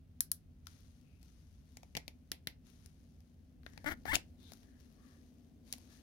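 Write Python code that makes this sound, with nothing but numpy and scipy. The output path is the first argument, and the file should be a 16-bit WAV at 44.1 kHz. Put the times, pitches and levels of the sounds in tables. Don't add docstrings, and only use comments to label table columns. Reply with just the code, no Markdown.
import sys
import numpy as np
from scipy import signal
from scipy.fft import rfft, irfft, next_fast_len
from scipy.io import wavfile
from scipy.ndimage import uniform_filter1d, map_coordinates

SR = 44100
rng = np.random.default_rng(int(sys.argv[2]) if len(sys.argv) > 2 else 0)


def put_to_file(sound):
    columns = np.atleast_2d(sound).T
    safe = np.clip(columns, -1, 1)
    whole_steps = np.round(safe * 32767)
    wavfile.write(sys.argv[1], SR, whole_steps.astype(np.int16))


N = 265482

# start_s, snap_db, brightness_db, thump_db, knock_hz, snap_hz, left_db
CLICKS = [ (0.2063, -30, 13, -60, 1635, 6140, 11), (0.3163, -33, 14.5, -61.5, 1600, 6060, 15),
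          (0.6696, -46, 0.5, -84, 1390, 4830, 23), (1.2293, -62, 4.5, -67.5, 2370, 6030, 16),
          (1.7705, -50, 2, -54, 2250, 5950, 7), (1.8318, -59.5, -3, -53, 2500, 5130, 3),
          (1.9515, -41.5, -7.5, -41, 2400, 4420, 10.5), (1.968, -37, -1, -44, 2250, 4850, 1.5),
          (1.9727, -39, -3, -39.5, 2200, 5400, 11), (2.0799, -42.5, -1.5, -46.5, 2380, 4460, 10),
          (2.3172, -35, 3, -42.5, 2010, 4400, 4.5), (2.472, -35, 0.5, -44.5, 2070, 4100, 3),
          (2.8603, -55.5, 6.5, -69, 1870, 5440, 21), (3.205, -69.5, 4.5, -70, 2000, 4460, 13),
          (3.633, -67.5, -5.5, -69.5, 1630, 3520, 12.5), (3.6639, -48, -7.5, -49, 1690, 3530, 17),
          (3.7346, -64.5, -4, -60, 1820, 5230, 20), (3.7763, -50.5, -5, -47, 2000, 4200, 12),
          (3.844, -57.5, 2, -42.5, 1960, 4870, 14), (4.0549, -52.5, -13, -36, 1450, 4110, 16),
          (4.1547, -22.5, -2, -39.5, 2770, 5520, 21), (4.164, -37.5, 1, -36, 1530, 3130, 10.5),
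          (4.5199, -53, 4, -50.5, 1670, 5130, 13), (4.5345, -52.5, 4.5, -67, 1500, 5400, 22),
          (4.631, -66.5, 0.5, -63, 1770, 4190, 5), (5.7261, -37.5, 5.5, -56, 2600, 5330, 2.5),
          (5.7364, -49, -0.5, -55, 2680, 5130, -1), (5.7828, -63, 9, -63, 2400, 4500, 5)]
# time_s, teeth_per_s, unevenness (0-1), force_db
FIRST_PULL = [ (3.843, 282.4, 0.14, -49), (3.858, 265.3, 0.1, -47.5), (3.8615, 285.3, .02, -33.5),
              (3.878, 296, 0.022, -31.5), (3.893, 327, .1, -33), (3.899, 418, 0.44, -38),
              (3.922, 325, 0.19, -33.5), (3.941, 287, .4, -48)]
SECOND_PULL = [ (4.054, 305.7, 0.49, -41), (4.074, 480.4, 0.43, -37.5), (4.085, 857, .03, -35.5),
               (4.1, 880, 0.018, -32.5), (4.111, 930, .02, -33.5), (4.122, 1110, .03, -29),
               (4.128, 1119, .1, -36)]
LAST_TUG = [ (4.1308, 258, .015, -29.5), (4.1415, 344.6, 0.035, -29), (4.1455, 703, 0.25, -32),
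            (4.153, 1007, 0.2, -32.5), (4.16, 420, 0.42, -48.5), (4.168, 315, 0.28, -58)]
# start_s, slacken_s (per 10 dB), level_db
STROKES = [ (0.682, .3, -64.5), (1.22, 0.71, -70.5), (1.68, 0.35, -73.5), (2.67, .45, -68),
           (3.67, 0.74, -70.5), (4.41, 0.25, -67), (4.49, 0.13, -61.5), (4.8, 0.57, -72), (5.04, 0.35, -70),
           (5.675, 0.48, -63.5), (5.92, 0.098, -62)]
# middle_s, length_s, pitch_hz, level_db
SCUFFS = [ (1.118, 0.21, 2710, -77.5), (3.781, 0.2, 1900, -70.5), (4.47, 0.12, 3950, -62.5),
          (4.73, 0.22, 1850, -74), (5.1, .24, 1870, -73.5), (5.06, 0.21, 1260, -73.5),
          (5.952, 0.14, 1840, -73)]
# time_s, rumble_db, drone_db (both before their lift in room_tone)
ROOM_LEVELS = [(0.0, -61.5, -71.5), (2.08, -63, -69.5), (3.52, -63.5, -69), (3.92, -59.5, -64),
               (4.88, -65.5, -66), (6.02, -65, -65.5)]

# multiple_of_centre, gain_db
KNOCK = [(.3, -25.5), (.62, -11.5), (.82, -1), (1, 5), (1.25, -2.5), (1.6, -16), (4, -50.5)]
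SNAP = [(.25, -38.5), (.45, -14.5), (.7, -2.5), (1, 1), (1.2, -2), (1.45, -7), (2.5, -31)]
SIZZLE = [(.45, -36.5), (.7, -12), (.9, 4), (1, 3.5), (1.12, -2.5), (1.35, -7), (1.55, -13.5)]
SCUFF = [(.3, -36), (.75, -20), (.92, -1), (1.07, -10), (1.25, -22), (3, -39)]
# frequency_hz, gain_db
FINGER_THUMP = [(30, -8.5), (120, 6), (300, 2), (450, -3), (720, 3), (1100, -11), (3000, -47)]
STRAP_BODY = [(50, -5), (150, -4), (290, 5), (450, -10.5), (600, -2), (850, -3.5), (1100, -7.5), (1450, 4),
              (1800, 3), (2150, 4.5), (2600, -19), (3600, -17.5), (5500, -35.5), (16000, -34.5)]
LOCK_TICK = [(1500, -26), (2600, 4), (3500, 0), (4400, -6.5), (5500, -11.5), (9000, -18.5), (16000, -25.5)]
STRAP_SCRAPE = [(1200, -19), (2800, 2), (4300, 2), (6500, 0), (7700, -13), (10000, -2.5), (13000, -1),
                (15800, -3.5)]
SKIN_RUB = [(400, -10.5), (1200, -3.5), (2500, -4), (4000, -2), (6600, -1), (7400, -13.5), (9500, -6.5),
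            (11500, -7.5), (16000, -20)]
# frequency_hz, gain_db
LOW_RUMBLE = [(15, -31), (30, -15.5), (45, -4.5), (65, 0), (88, 1), (118, -12.5), (155, -6.5), (200, -15),
              (500, -64.5)]
ROOM_DRONE = [(130, -23.5), (200, -5), (248, 4), (285, -6), (330, -13), (420, -16.5), (720, -23.5),
              (1200, -47)]
MIC_HISS = [(100, 4), (1000, 8.5), (3000, 6), (6700, -7.5), (7400, -9.5), (11000, -4), (16000, -5.5)]
WALL_RETURN = [(300, -8), (1800, -9), (5000, -14), (12000, -11)]
# frequency_hz, t60_s
WALL_DECAY = [(200, .17), (1300, .17), (4000, 0.17), (10000, 0.12), (16000, 0.11)]


def coil_clicks(chatter, chatter_t60_s=.015, slip_s=.0007, attack_s=.0051, sizzle_hz=11400):
    out = np.zeros((2, N + SR))
    t = np.arange(2048) / SR
    chatter_decay = amp(-60 * t / chatter_t60_s) + np.exp(-t / slip_s)
    for start_s, snap_db, bright_db, thump_db, knock_hz, snap_hz, left_db in CLICKS:
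        blow = chatter * rng.standard_normal((2, len(t))) * chatter_decay
        blow[:, 0] += 1
        bodies = [(FINGER_THUMP, thump_db, left_db),
                  (centred(KNOCK, knock_hz), snap_db - 3.5 - bright_db, left_db),
                  (centred(SNAP, snap_hz), snap_db, left_db),
                  (centred(SIZZLE, sizzle_hz), snap_db - 6.5 + bright_db, left_db / 2)]
        for colour, body_db, lean_db in bodies:
            body = signal.fftconvolve(blow, ring(colour)[None], axes=1)[:, :len(t)]
            attack_rms = np.linalg.norm(body[:, t < attack_s], axis=1) / np.sqrt(attack_s * SR)
            body /= attack_rms[:, None]
            start = round(start_s * SR)
            out[:, start:start + len(t)] += amp(body_db) * leftward(lean_db) * body
    return out[:, :N]


def tooth_plucks(travel, teeth_per_s, uneven, scatter=.6):
    trips = np.flatnonzero(np.diff(np.ceil(travel)) > 0)
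    late, slip, size = rng.standard_normal((len(trips), 3)).T
    period = SR / teeth_per_s[trips]
    when = trips + scatter * uneven[trips] * period * late
    strength = amp(1.6 * size + 7 * uneven[trips] * (slip - 2)) * np.sqrt(period)
    taps = np.floor(when).astype(int)[:, None] + np.arange(-7, 9)
    impulses = strength[:, None] * np.sinc(taps - when[:, None])
    return np.bincount(taps.ravel(), impulses.ravel(), N)


def strap_zip(pull, tick_share, delay_at_1khz_s=.00052, bind_at_s=4.131, bind_rise_s=.016, bind_db=16):
    teeth_per_s, uneven, force_db = curves(pull)
    t = np.arange(N) / SR
    moving = (t >= pull[0][0]) & (t <= pull[-1][0])
    travel = np.cumsum(teeth_per_s * moving) / SR
    plucks = tooth_plucks(travel, teeth_per_s, uneven)
    buzz = signal.fftconvolve(plucks * amp(force_db), ring(STRAP_BODY))[:N]
    buzz = filtered(buzz, lambda hz: np.exp(-4j * np.pi * delay_at_1khz_s * np.sqrt(1000 * hz)))
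    ticks = signal.fftconvolve(plucks, ring(LOCK_TICK))[:N]
    flank = np.zeros(N)
    flank[moving] = unit(np.exp(-4 * (travel[moving] % 1)))
    rasp = flank * noise(STRAP_SCRAPE, alike=.33)
    clean = np.clip(tick_share - uneven, 0, 1)
    binding = np.clip((t - bind_at_s) / bind_rise_s, 0, 1)
    scrape_db = force_db - 13.5 + bind_db * binding
    scrape = amp(scrape_db) * (np.sqrt(clean) * ticks + np.sqrt(1 - clean) * rasp)
    load = uniform_filter1d(amp(force_db - 14) * moving, size=1200)
    shudder = load * noise(LOW_RUMBLE, alike=.74)
    return buzz * leftward(db=18.5) + (scrape + shudder) * leftward(db=4)


def finger_rub(grip_db=-85, rise_s=.02, grain_db=2, drift_db=1, catches_per_s=7.3, catch_db=25):
    t = np.arange(N) / SR
    power = amp(grip_db) ** 2
    for start_s, slacken_s, level_db in STROKES:
        rise = np.exp(np.minimum(t - start_s, 0) / rise_s)
        slackening = amp(level_db - 10 * np.maximum(t - start_s, 0) / slacken_s)
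        power = power + (rise * slackening) ** 2
    grain = unit(amp(grain_db * wobble(410) + drift_db * wobble(14)))
    caught = rng.random(N) < catches_per_s / SR
    catches = caught * amp(catch_db + 1.5 * rng.standard_normal(N))
    slide = grain * noise(SKIN_RUB, alike=.22) + signal.fftconvolve(catches, ring(STRAP_SCRAPE))[:N]
    return np.sqrt(power) * slide * leftward(db=12)


def wire_scuffs():
    t = np.arange(N) / SR
    out = np.zeros((2, N))
    for middle_s, length_s, pitch_hz, level_db in SCUFFS:
        swell = np.exp(-(2 * (t - middle_s) / length_s) ** 2)
        out += amp(level_db) * swell * noise(centred(SCUFF, pitch_hz), alike=.25)
    return out * leftward(db=13.5)


def wall_reflections(sound, gap_s=.003):
    hz, t, spectrum = signal.stft(rng.standard_normal((2, SR // 3)), SR, nperseg=256)
    decay = amp(-60 * t / along(WALL_DECAY, hz)[:, None])
    _, tail = signal.istft(spectrum * decay, SR, nperseg=256)
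    tail = np.pad(tail / np.linalg.norm(tail[0]), ((0, 0), (round(gap_s * SR), 0)))
    reflected = signal.fftconvolve(sound.mean(axis=0)[None], tail, axes=1)[:, :N]
    return filtered(reflected, lambda hz: amp(along(WALL_RETURN, hz)))


def room_tone(rumble_lift_db=2.5, drone_lift_db=4, hiss_db=-84):
    rumble_db, drone_db = curves(ROOM_LEVELS)
    rumble = amp(rumble_db + rumble_lift_db) * noise(LOW_RUMBLE, alike=.94)
    drone = amp(drone_db + drone_lift_db + .55 * wobble(6.4)) * noise(ROOM_DRONE, alike=.76)
    hiss = amp(hiss_db) * noise(MIC_HISS, alike=.067)
    return rumble + drone * leftward(db=4) + hiss


def amp(db):
    return 10 ** (np.asarray(db) / 20)


def unit(x):
    return x / np.sqrt(np.mean(x ** 2) + 1e-20)


def leftward(db):
    return np.array([[1], [amp(-db)]])


def along(points, hz):
    knots_hz, values = np.transpose(points)
    return np.interp(np.log(hz + 1), np.log(knots_hz + 1), values)


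def curves(rows):
    time_s, *columns = np.transpose(rows)
    return [np.interp(np.arange(N) / SR, time_s, column) for column in columns]


def centred(shape, hz):
    return np.array(shape) * [hz, 1]


def filtered(x, response):
    size = next_fast_len(N + SR // 4)
    return irfft(rfft(x, size) * response(np.fft.rfftfreq(size, 1 / SR)), size)[..., :N]


def ring(colour, size=1024):
    gain = amp(along(colour, np.fft.rfftfreq(size, 1 / SR)))
    cepstrum = irfft(np.log(gain))
    cepstrum[1:size // 2] *= 2
    cepstrum[size // 2 + 1:] = 0
    response = irfft(np.exp(rfft(cepstrum)))
    return response / np.linalg.norm(response)


def noise(colour, alike):
    common = np.sqrt(alike) * rng.standard_normal(N)
    separate = np.sqrt(1 - alike) * rng.standard_normal((2, N))
    return unit(filtered(common + separate, lambda hz: amp(along(colour, hz))))


def wobble(knots_per_s):
    knots = rng.standard_normal(int(N * knots_per_s / SR) + 4)
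    return map_coordinates(knots, [np.arange(N) * knots_per_s / SR])


def scene(right_lag_s=.00022, click_send_db=-1, slide_send_db=-7):
    sliding = finger_rub() + wire_scuffs()
    sliding += strap_zip(FIRST_PULL, tick_share=.51)
    sliding += strap_zip(SECOND_PULL, tick_share=.52) + strap_zip(LAST_TUG, tick_share=.74)
    left, right = coil_clicks(chatter=.45) + sliding
    right = filtered(right, lambda hz: np.exp(-2j * np.pi * hz * right_lag_s))
    radiated = amp(click_send_db) * coil_clicks(chatter=.03)
    shielded = amp(slide_send_db) * sliding
    return np.array([left, right]) + wall_reflections(radiated + shielded) + room_tone()


def record(dry, top_hz=16000):
    return filtered(dry, lambda hz: 1 / np.sqrt(1 + (hz / top_hz) ** 120))


dry = scene()
out = record(dry)
put_to_file(out)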